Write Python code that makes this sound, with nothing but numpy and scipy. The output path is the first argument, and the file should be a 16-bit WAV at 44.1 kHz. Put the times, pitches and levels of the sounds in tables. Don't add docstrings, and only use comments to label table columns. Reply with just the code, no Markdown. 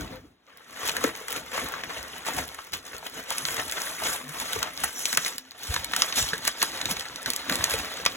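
import sys
import numpy as np
from scipy import signal
from scipy.fft import rfft, irfft, next_fast_len
from scipy.io import wavfile
from scipy.ndimage import map_coordinates

SR = 44100
rng = np.random.default_rng(int(sys.argv[2]) if len(sys.argv) > 2 else 0)


def transcribe(u):
    v = np.clip(np.atleast_2d(u).T, -1, 1)
    q = np.round(v * 32767).astype(np.int16)
    wavfile.write(sys.argv[1], SR, q)


N = 359856


def from_db(db):
    return 10 ** (np.asarray(db) / 20)


def to_db(power):
    return 10 * np.log10(power + 1e-20)


def rms_one(x):
    return x / np.sqrt(np.mean(x ** 2) + 1e-20)


def in_time(rows):
    s, *columns = np.transpose(rows)
    return [np.interp(np.arange(N) / SR, s, c) for c in columns]


def at_hz(points, hz):
    known_hz, values = np.transpose(points)
    return np.interp(np.log(hz + 1), np.log(known_hz), values)


def coloured(x, spectrum):
    size = next_fast_len(x.shape[-1])
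    gain = from_db(at_hz(spectrum, np.fft.rfftfreq(size, 1 / SR)))
    return irfft(rfft(x, size) * gain, size)[..., :x.shape[-1]]


def drift(rate):
    knots = rng.standard_normal(int(rate * N / SR) + 2)
    return np.interp(np.arange(N) * rate / SR, np.arange(len(knots)), knots)


def add(out, s, sound):
    start = int(np.clip(s * SR, 0, N - 1))
    out[:, start:start + sound.shape[-1]] += sound[..., :N - start]


def gesture(s, swell_s, fade_s):
    t = np.arange(N) / SR - s
    steps = np.where(t < 0, (t / swell_s) ** 2, t / fade_s)
    return from_db(-20 * np.minimum(steps, 10)) ** 2


def hiss(spectrum):
    return rms_one(coloured(rng.standard_normal((2, N)), spectrum))


def facets(spectrum, crack_s, ring_db, ring_s, uneven_db, count, size):
    t, hz = np.arange(size) / SR, np.fft.rfftfreq(size, 1 / SR)
    peaks = np.geomspace(100, 18000, num=30)
    tents = np.array([np.interp(hz, peaks, row) for row in np.eye(len(peaks))])
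    colour_db = at_hz(spectrum, hz) + uneven_db * rng.standard_normal((count, len(peaks))) @ tents
    slips = rng.laplace(size=(2, count, size))
    waves = rms_one(irfft(rfft(slips) * from_db(colour_db), size))
    rise = 1 - np.exp(-(t / (1.32 * crack_s)) ** 2)
    decay = np.exp(-t / crack_s) + from_db(ring_db) * np.exp(-t / ring_s)
    return waves * rise * decay * (1 - t / t[-1])


def crinkles(busy, spread_db, spectrum, crack_s, ring_db, uneven_db, count=3000):
    times, chance = rng.random((2, count))
    sizes = from_db(spread_db * np.minimum(rng.exponential(1, count), 3.4))
    waves = facets(spectrum, crack_s, ring_db, 0.14, uneven_db, count=count, size=512)
    out = np.zeros((2, N))
    for k in np.flatnonzero(chance < busy[(times * N).astype(int)]):
        add(out, times[k] * N / SR, sizes[k] * waves[:, k])
    return rms_one(out)


def rubbing(spectrum, patchy_db, width_hz, size=1024):
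    hz, _, frames = signal.stft(rng.standard_normal((2, N)), SR, nperseg=size)
    pockets = rng.standard_normal((size // 2, frames.shape[-1]))
    step = np.log1p(hz / 2500) * 2500 / width_hz
    place = np.meshgrid(step, np.arange(frames.shape[-1]), indexing="ij")
    patches = map_coordinates(pockets, place, order=1)
    colour_db = at_hz(spectrum, hz)[:, None] + patchy_db * patches
    return rms_one(signal.istft(frames * from_db(colour_db), SR, nperseg=size)[1][:, :N])


# (time [s], nearness [share 0-1])
NEARNESS = [(4.9, 0.41), (5.7, 1)]


def nearness():
    return in_time(NEARNESS)[0]


# (frequency [Hz], level [dB per Hz])
AIR_SPECTRUM = [(20, -26), (70, -1), (250, 9), (900, 0.5), (4000, -6), (16000, -72)]


def room_air():
    return from_db(-68.5) * hiss(AIR_SPECTRUM)


def room(x, t60, wet_db, size=22050):
    t = np.arange(size) / SR
    tail = coloured(rng.standard_normal((2, size)), [(200, -3.5), (2000, 3.0), (6000, -2), (16000, -5.0)])
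    tail = tail * from_db(-60 * t / t60) * (t > .004)
    tail = tail / np.sqrt(np.sum(tail[0] ** 2))
    return x + from_db(wet_db) * signal.oaconvolve(x, tail, axes=1)[:, :N]


# (time of the height [s], deep rumble level [dB], wall flutter level [dB])
SHOVES = [(0.0, -33, -31.5), (0.13, -41, -39.5), (0.26, -57, -52), (0.86, -51, -62), (1.072, -57, -40),
          (2.0, -45, -62), (2.4, -39.5, -41.5), (2.75, -47, -45.5), (3.61, -44, -70), (4.05, -46, -45),
          (4.58, -46, -52), (5.8, -40.5, -59), (6.23, -37, -53), (6.93, -42, -43.5), (7.52, -59, -32),
          (7.61, -44, -52), (7.75, -38, -55)]
# (frequency [Hz], level [dB per Hz])
RUMBLE_SPECTRUM = [(20, -48), (35, -31), (48, -4.5), (80, -0.5), (105, -5.5), (135, -7.5), (170, -15.5),
                   (400, -47)]
# (frequency [Hz], level [dB per Hz])
FLUTTER_SPECTRUM = [(70, -45), (140, 3.5), (190, -13.5), (265, 2), (370, -8.5), (600, -15), (1500, -33)]
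SHOVE_SWELL_S, SHOVE_FADE_S = 0.051, 0.13
DRAG_RUMBLE_DB, DRAG_FLUTTER_DB, DRAG_UNEVEN_DB = -22, -16, 6


def shifting(rubbing_db):
    drag_db = np.array([[DRAG_RUMBLE_DB], [DRAG_FLUTTER_DB]])
    power = from_db(rubbing_db + DRAG_UNEVEN_DB * drift(14) + drag_db) ** 2
    for s, rumble_db, flutter_db in SHOVES:
        shove = gesture(s, SHOVE_SWELL_S, SHOVE_FADE_S)
        power = power + from_db([[rumble_db], [flutter_db]]) ** 2 * shove
    rumble_db, flutter_db = to_db(power)
    rumble = from_db(rumble_db - 4.0) * hiss(RUMBLE_SPECTRUM)
    flutter = from_db(flutter_db - 3.0) * rubbing(FLUTTER_SPECTRUM, patchy_db=4.0, width_hz=51.0)
    return rumble + flutter


# (time [s], length [s], pitch [Hz], level [dB])
GROANS = [(0.11, 0.093, 518, -48.5), (3.41, 0.13, 139, -44.5), (4.2, 0.085, 255, -49),
          (4.225, 0.11, 145, -43.5), (5.362, 0.17, 260.4, -58)]


def groans():
    out = np.zeros((2, N))
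    for s, length_s, hz, level_db in GROANS:
        swell = signal.windows.tukey(int(length_s * SR), .6)
        turns = np.cumsum(hz * (1 + 0.013 * drift(114)[:len(swell)])) / SR
        loudness = from_db(level_db + 1.0 + 3.5 * drift(70)[:len(swell)])
        add(out, s, loudness * swell * np.sin(2 * np.pi * turns))
    return out


# (time [s], peak level of the bulge [dB], centre of the blow [Hz])
BUMPS = [(0.002, -32, 110), (0.11, -40, 199), (0.232, -50, 290), (1.038, -17, 490), (1.042, -18.5, 286),
         (1.071, -34, 460), (4.051, -35, 333), (4.558, -26.5, 428), (4.561, -33.5, 92.5),
         (5.134, -36.5, 232), (5.174, -38, 140), (5.684, -22, 76), (5.733, -35, 121), (6.206, -30, 87),
         (6.323, -34.5, 170), (6.331, -29.5, 480), (6.629, -34.5, 334), (6.858, -33.5, 126),
         (6.911, -29.5, 193), (7.281, -29.5, 266), (7.509, -28, 229), (7.588, -31, 96), (7.737, -23.5, 526)]
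# (usual pitch [Hz], usual strength [dB], time to fade by 60 dB [s])
WALL_TONES = [(82, -18, 0.2), (133.5, -7, 0.15), (196, -6, 0.079), (263.3, -3, 0.09), (320, -10, 0.18),
              (466, 9, 0.11)]
BUMP_CYCLES, BUMP_CONTACT_S, BUMP_RING_DB = 2.1, 0.008, -10.5


def bumps(size=22050):
    out, t = np.zeros((2, N)), np.arange(size) / SR
    hz, tone_db, t60 = np.transpose(WALL_TONES)[:, :, None]
    for s, peak_db, centre_hz in BUMPS:
        length_s = BUMP_CONTACT_S + BUMP_CYCLES / centre_hz
        push = np.sin(np.pi * np.minimum(t / length_s, 1)) ** 2
        bulge = push * np.exp(2j * np.pi * centre_hz * t)
        far_db = 3.1 * np.log2(hz / centre_hz) ** 2
        strength = from_db(tone_db - far_db + 1.5 * rng.standard_normal(hz.shape))
        bent_hz = hz * (1 + 0.03 * rng.standard_normal(hz.shape))
        tones = np.exp(2j * np.pi * (bent_hz * t + rng.random(hz.shape)))
        ring = np.sum(strength * tones * from_db(-60 * t / t60), axis=0)
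        ring = ring * (1 - np.exp(-(t / length_s) ** 2))
        knock = from_db(peak_db) * (bulge + from_db(BUMP_RING_DB) * ring / np.abs(ring).max())
        add(out, s, np.array([knock.real, knock.imag]))
    return out


# (centre [Hz], distance to either side where the lift has dropped to 37 % [Hz], usual lift [dB])
HOLLOW = [(475, 45, 5), (1140, 70, 3), (1400, 50, 3), (2030, 70, 3)]
HOLLOW_BEND, HOLLOW_COMES_AND_GOES, HOLLOW_CHANGES_PER_S = .05, .9, 8


def in_box(x, size=2048):
    hz, s, frames = signal.stft(x, SR, nperseg=size)
    now, colour_db = np.minimum((s * SR).astype(int), N - 1), 0
    for centre_hz, width_hz, lift_db in HOLLOW:
        bent_hz = centre_hz * (1 + HOLLOW_BEND * drift(HOLLOW_CHANGES_PER_S)[now])
        depth = 1 + HOLLOW_COMES_AND_GOES * drift(HOLLOW_CHANGES_PER_S)[now]
        depth_db = lift_db * np.clip(depth, 0, np.sqrt(2))
        colour_db = colour_db + depth_db * np.exp(-((hz[:, None] - bent_hz) / width_hz) ** 2)
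    return signal.istft(frames * from_db(colour_db), SR, nperseg=size)[1][:, :N]


# (time of the height [s], swell [s], fade by 20 dB [s], usual level [dB])
SWISHES = [(5.0, 0.078, 0.22, -34.5), (5.14, 0.07, 0.048, -31), (5.24, .08, 0.16, -37.5),
           (6.195, 0.038, 0.13, -27)]
# (frequency [Hz], level [dB per Hz])
SWISH_SPECTRUM = [(3000, -30), (4900, -24), (5600, 6), (6600, 0), (7500, 1), (9000, -12), (15000, -11)]


def swishes():
    power = 0
    for s, swell_s, fade_s, level_db in SWISHES:
        power = power + from_db(level_db) ** 2 * gesture(s, swell_s, fade_s)
    waver = from_db(1.8 * drift(250))
    return np.sqrt(power) * waver * rubbing(SWISH_SPECTRUM, patchy_db=7.0, width_hz=160.5)


# (time [s], level [dB], pitch [Hz])
FOLDS = [(0.831, -30, 1170), (1.041, -22, 2020), (1.043, -23, 1730), (1.089, -31.5, 1200),
         (1.578, -22.5, 1010), (1.738, -26, 1380), (1.900, -31, 1670), (1.906, -29, 840),
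         (2.265, -28.5, 1210), (2.284, -23, 810), (2.439, -35, 1410), (2.588, -30.5, 1270),
         (2.931, -34, 1800), (3.19, -35.5, 850), (3.027, -36, 880), (3.065, -29, 3220), (3.31, -26, 950),
         (3.869, -29, 1660), (4.019, -26.5, 785), (4.56, -27, 1100), (4.6277, -21.5, 1290),
         (4.672, -29.5, 1050), (4.837, -24, 695), (5.136, -29, 1450), (5.174, -19, 1390),
         (5.259, -23, 2040), (5.7622, -20.5, 960), (5.828, -37, 1400), (5.934, -21, 1530),
         (6.332, -18.5, 1600), (6.4768, -21, 1600), (6.627, -21.5, 1150), (7.054, -31, 1730),
         (7.2598, -24, 1700), (8.061, -17, 1130), (8.0609, -15.5, 2300)]
FOLD_DB = -3
FOLD_RISE_S, FOLD_FADE_S = .001, .0042
FOLD_WIDTH_HZ, FOLD_SKIRT_DB = 330, -16


def folds(size=2048):
    out, t, hz = np.zeros((2, N)), np.arange(size) / SR, np.fft.rfftfreq(size, 1 / SR)
    shape = (1 - np.exp(-(t / FOLD_RISE_S) ** 2)) * np.exp(-t / FOLD_FADE_S)
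    for s, level_db, pitch_hz in FOLDS:
        ratio = hz / pitch_hz
        resonance = 1 / (1 + 2j * (hz - pitch_hz) / FOLD_WIDTH_HZ)
        skirt = from_db(FOLD_SKIRT_DB) * ratio / (1 + (ratio / 2) ** 3)
        slips = rng.standard_normal((2, size))
        tock = shape * irfft(rfft(slips) * (resonance + skirt), size)
        level = from_db(level_db + FOLD_DB) * np.sqrt(FOLD_FADE_S * SR / size)
        add(out, s, level * rms_one(tock))
    return out


# (time [s], crack level [dB], sheet against the crack [dB], top treble against the crack [dB])
SNAPS = [(0.466, -57.5, -12, -16), (0.8859, -25.5, -7, -6), (0.893, -19.5, -9.5, -7), (0.9653, -26, 3, -1),
         (1.0385, -24, 1.5, 0), (1.151, -35.5, -1, -9), (1.281, -31.5, 1, 2), (1.3246, -34.5, 2, 7),
         (1.8346, -34.5, 6, -35), (2.544, -39, -1, 2), (2.647, -49, -10, 2), (2.7336, -37, -27, 6),
         (2.852, -47, -17, 5), (3.0622, -44, 0, -2), (3.3035, -26.5, -4, 0.5), (3.3823, -26, -21, 2.5),
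         (3.452, -22.5, -10, -15), (3.4836, -27, 0, -12), (3.566, -29.5, -3, -7), (3.696, -30, -9, -13),
         (3.7127, -36.5, -13, 8), (3.7212, -27, -3.5, -3), (3.817, -30, -11, 4), (4.0614, -35, -8, -1),
         (4.29, -39.5, 1, 5), (4.3987, -30, -3, 3), (4.5312, -25.5, -10, -2), (4.589, -39, 2, 2),
         (4.6275, -22.5, -3.5, -1), (4.775, -31, -14, -8), (4.8355, -26, 1, -2), (4.8408, -30, 1, 14),
         (5.0552, -16.5, -41, -9), (5.127, -25, 0, 1), (5.1484, -29, -10, -6), (5.1717, -14.5, -4, 0.5),
         (5.2477, -27, -21, -25), (5.3811, -26.5, -16, -1.5), (5.45, -53, -12, -12), (5.516, -44.5, -1, -2),
         (5.6583, -46, -10, -3), (5.7393, -25.5, -1.5, 2), (5.7608, -26, 1.5, -8), (5.8436, -27, -5, 2.5),
         (5.9332, -31.5, 10, 2), (5.9625, -20.5, -5, 1.5), (6.0196, -12, -10.5, -8), (6.124, -26, -2, -30),
         (6.331, -43, 0, 3), (6.4496, -28, -0.5, 1), (6.4759, -17.5, -4.5, 4.5), (6.6166, -20.5, -3, -20),
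         (6.6259, -19, -2, 5.5), (6.8132, -25.5, -6, -8), (6.8555, -23, -10, -6), (6.9662, -33, 3.5, -8),
         (6.9955, -32, -15, 2), (7.007, -29.5, -2, -7), (7.1586, -33, -11, 0), (7.219, -49, -20, 13),
         (7.229, -41, -18, 6), (7.2594, -27.5, -9, 1), (7.3021, -22.5, -27, 5.5), (7.32, -41, -14, 6),
         (7.3343, -28.5, -27, 3), (7.3617, -27, -17, 6), (7.495, -27, 5.5, 4), (7.555, -24.5, -13, 4.5),
         (7.6402, -15.5, -14, -1), (7.6965, -34, -18, 12), (7.7078, -25, -16, -4), (7.738, -28, -14, -4),
         (8.051, -24, -4, -0.5), (8.0614, -16, -11.5, -6)]
# (frequency [Hz], level [dB per Hz])
CRACK_SPECTRUM = [(500, -20), (1500, -18.5), (2500, -1), (4500, -2.5), (7000, 3.5), (11000, -1.5),
                  (15500, -6.5)]
# (frequency [Hz], level [dB per Hz])
SHEET_SPECTRUM = [(150, -18.5), (450, -8.5), (800, -8), (1300, 4), (2000, 3.5), (3000, -7), (6000, -22)]


def snaps(window_s=0.004):
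    out = np.zeros((2, N))
    for s, crack_db, body_db, top_db in SNAPS:
        crack_s = .0015 * from_db(.32 * body_db)
        crack = facets(CRACK_SPECTRUM, crack_s, ring_db=-29, ring_s=.007, uneven_db=2.5,
                       count=1, size=2048)[:, 0]
        crack = coloured(crack, [(6000, 0), (9500, top_db)])
        sheet = facets(SHEET_SPECTRUM, crack_s=.0018, ring_db=-22, ring_s=.012, uneven_db=3.0,
                       count=1, size=2048)[:, 0]
        spread = np.sqrt(window_s * SR / crack.shape[-1])
        crack_level = from_db(crack_db - 0.5) * np.hypot(1, from_db(top_db))
        add(out, s, crack_level * spread * rms_one(crack))
        add(out, s + 0.00027, from_db(crack_db + body_db - 1.1) * spread * rms_one(sheet))
    return out


# (time of the height [s], swell [s], fade by 20 dB [s], crinkle level [dB],
#  sheet rubbing against the crinkle [dB], top treble against the crinkle [dB])
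RUSTLES = [(0.0, 0.08, 0.081, -42.5, 5, -3), (0.129, 0.097, 0.12, -43.5, 1, -18),
           (0.485, 0.03, 0.62, -58.5, 8, -21), (0.901, 0.19, 0.064, -29, -3, -4.5),
           (1.091, 0.3, 0.048, -33, -2, -3.5), (1.38, 0.14, 0.039, -31.5, -1, -3),
           (1.589, 0.11, 0.19, -29.5, 0.5, -4.5), (1.747, 0.07, 0.25, -41, 7, -16),
           (1.905, 0.071, 0.13, -37, 2, -8), (1.975, 0.12, 0.42, -37.5, 0.5, -4.5),
           (2.28, 0.037, 0.25, -29.5, -0.5, -3), (2.389, 0.03, 0.1, -27.5, -1.5, -3),
           (2.738, 0.012, 0.056, -25.5, -6, -5.5), (2.87, 0.038, 0.16, -40, -2, -4.5),
           (2.945, 0.022, 0.16, -42.5, 2.5, -4), (3.07, 0.052, 0.032, -37.5, 0.5, -1.5),
           (3.19, 0.11, 0.12, -34.5, -0.5, -5), (3.311, 0.056, 0.42, -32, -6, -4),
           (3.51, 0.14, 0.56, -32.5, -3.5, 0), (3.6, 0.037, 0.039, -29.5, 2, -13),
           (3.779, 0.03, 0.1, -30, 0.5, -10), (3.88, 0.22, 0.17, -34.5, -5, 1),
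           (4.069, 0.044, 0.015, -23, -5.5, -6), (4.141, 0.28, 0.13, -30.5, -2, -0.5),
           (4.411, 0.15, 0.12, -34.5, -0.5, -0.5), (4.54, 0.2, 0.19, -30, -9, -3.5),
           (4.658, 0.58, 0.097, -39.5, 2.5, -9), (4.86, 0.13, 0.11, -31.5, -7.5, -3),
           (5.15, 0.32, 0.02, -32, -13.5, 0), (5.29, 0.17, 0.095, -30, -11, -2),
           (5.751, 0.15, 0.11, -30, -6, -0.5), (6.01, 0.13, 0.27, -29, -2, -0.5),
           (6.189, 0.053, 0.17, -21, -7.5, -1.5), (6.48, 0.087, 0.11, -31, -8, -2),
           (6.638, 0.068, 0.17, -27, -11, -2), (6.84, 0.16, 0.41, -36, 1.5, -1.5),
           (6.92, 0.041, 0.023, -24, -3, 1), (7.28, 0.015, 0.029, -29.5, 2, 0.5),
           (7.52, 0.033, 0.56, -33, 4.5, 1.5), (7.745, 0.096, 0.067, -30.5, 1, 1)]
# (time [s], crinkle level [dB])
STIR = [(0, -43.5), (.38, -72), (.6, -54.5), (.85, -41.5), (2.6, -44), (2.85, -50.5), (3.5, -41),
        (4.1, -37), (4.26, -50), (4.4, -40), (5.3, -42), (5.47, -54), (5.6, -45), (5.9, -37.5), (6.9, -39),
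        (7.2, -38), (7.8, -34.5), (8.16, -38)]
STIR_RUBBING_DB, STIR_TOP_DB = 1, -4.5
GRIP_UNEVEN_DB = 1.23


def handling():
    stir_db, = in_time(STIR)
    power = from_db(stir_db + np.array([[0], [STIR_RUBBING_DB], [STIR_TOP_DB]])) ** 2
    for s, swell_s, fade_s, level_db, rubbing_db, top_db in RUSTLES:
        push = from_db(level_db + np.array([[0], [rubbing_db], [top_db]])) ** 2
        power = power + push * gesture(s, swell_s, fade_s)
    crinkle_db, rubbing_db, top_db = to_db(power) + GRIP_UNEVEN_DB * drift(40)
    return crinkle_db, rubbing_db, top_db - crinkle_db


# (frequency [Hz], level [dB per Hz])
CRINKLE_SPECTRUM = [(500, -40), (1200, -8), (2200, -6.5), (3200, -3), (4600, -7.5), (6500, -0.5), (7700, 0),
                    (8500, -1.5), (11000, 0), (15500, -9.5)]
# (frequency [Hz], level [dB per Hz])
RUBBING_SPECTRUM = [(80, -14.5), (200, -9.5), (380, -3.5), (560, -0.5), (1150, -2), (1700, -0.5),
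                    (2200, -2.5), (3000, -7), (6000, -22.5)]
# (frequency [Hz], level [dB per Hz])
TICK_SPECTRUM = [(800, -18), (3000, -1), (9000, 0), (15000, 2)]
TICK_DB, TICK_FOLLOWS = -26.5, 0.56


def rustle(crinkle_db, rubbing_db, taut_db):
    busy = .7 * from_db(0.43 * (crinkle_db + 40.5) + 3 * drift(45))
    fine = crinkles(busy, spread_db=4.0, spectrum=CRINKLE_SPECTRUM, crack_s=.001,
                    ring_db=-13, uneven_db=4.5, count=2400)
    broad = crinkles(busy, spread_db=3.0, spectrum=RUBBING_SPECTRUM, crack_s=0.0016,
                     ring_db=-16, uneven_db=4.5, count=2300)
    fine_rub = rubbing(CRINKLE_SPECTRUM, patchy_db=5.0, width_hz=70)
    fine = from_db(-5.0) * fine + from_db(-3.2) * fine_rub
    tick_busy = np.clip((crinkle_db + 60) / 18, 0, 1) * (.25 + .75 * nearness())
    ticks = crinkles(tick_busy, spread_db=3.0, spectrum=TICK_SPECTRUM, crack_s=.0005,
                     ring_db=-30, uneven_db=3.5, count=230)
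    top = coloured(fine, [(5000, -15), (7000, -0.5), (9000, 3.0)])
    fine = fine + (from_db(taut_db) - 1) * top
    broad_rub = rubbing(RUBBING_SPECTRUM, patchy_db=5.5, width_hz=70)
    broad = from_db(-5.0) * broad + from_db(-4.5) * broad_rub
    tick_db = TICK_DB + TICK_FOLLOWS * crinkle_db
    return from_db(crinkle_db) * fine + from_db(rubbing_db - 3.5) * broad + from_db(tick_db) * ticks


# (frequency [Hz], lead [radians])
LEAD = [(0, 0), (1200, .1), (2400, 1.4), (3400, 1.4), (4600, np.pi), (17500, 7 * np.pi)]


def ports(x, likeness):
    size = next_fast_len(N + 2048)
    hz = np.fft.rfftfreq(size, 1 / SR)
    shared, apart = rfft(x, size)
    alike = np.clip(at_hz(likeness, hz), 0, 1)
    shared, apart = shared * np.sqrt((1 + alike) / 2), apart * np.sqrt((1 - alike) / 2)
    lag = np.exp(-1j * np.interp(hz, *np.transpose(LEAD)))
    return irfft([shared + apart, (shared - apart) * lag], size)[:, :N]


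# (frequency [Hz], likeness [share 0-1])
LIKENESS_CLOSE = [(100, .99), (300, .92), (700, .6), (1500, .82), (2800, .75), (4600, .93), (7800, .9),
                  (15000, .88)]
# (frequency [Hz], likeness [share 0-1])
LIKENESS_ASIDE = [(100, .99), (280, .9), (450, .35), (2800, .38), (4600, .93), (7800, .88), (15000, .88)]
# (frequency [Hz], lift [dB])
LEFT_LIFT = [(200, -0.5), (600, 3), (1200, 4.5), (3300, 1.5), (4600, -0.5)]
# (frequency [Hz], lift [dB])
PRESENCE = [(300, -0.5), (1500, 0.5), (2800, 0.5), (4200, 7), (5400, 1), (7000, -2), (9000, -3.5),
            (15000, -4)]


def scene():
    near = nearness()
    crinkle_db, rubbing_db, taut_db = handling()
    box = shifting(rubbing_db) + groans() + bumps()
    loose = rustle(crinkle_db, rubbing_db, taut_db)
    lifted = (near - near.min()) / np.ptp(near)
    rustling = (1 - lifted) * in_box(loose) + lifted * loose
    paper = rustling + swishes() + folds() + snaps()
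    sound = room(paper + box, t60=0.091, wet_db=-12.5) + room_air()
    left, right = ports((1 - near) * sound, LIKENESS_ASIDE)
    aside = np.array([coloured(left, LEFT_LIFT), right])
    close = ports(coloured(near * sound, PRESENCE), LIKENESS_CLOSE)
    return aside + close


CUTOFF_HZ = 16950


def record(dry):
    thinned = signal.sosfilt(signal.butter(4, 37, "high", fs=SR, output="sos"), dry)
    rounded = np.tanh(thinned)
    return signal.sosfilt(signal.cheby2(20, 70, CUTOFF_HZ, fs=SR, output="sos"), rounded)


dry = scene()
out = record(dry)
transcribe(out)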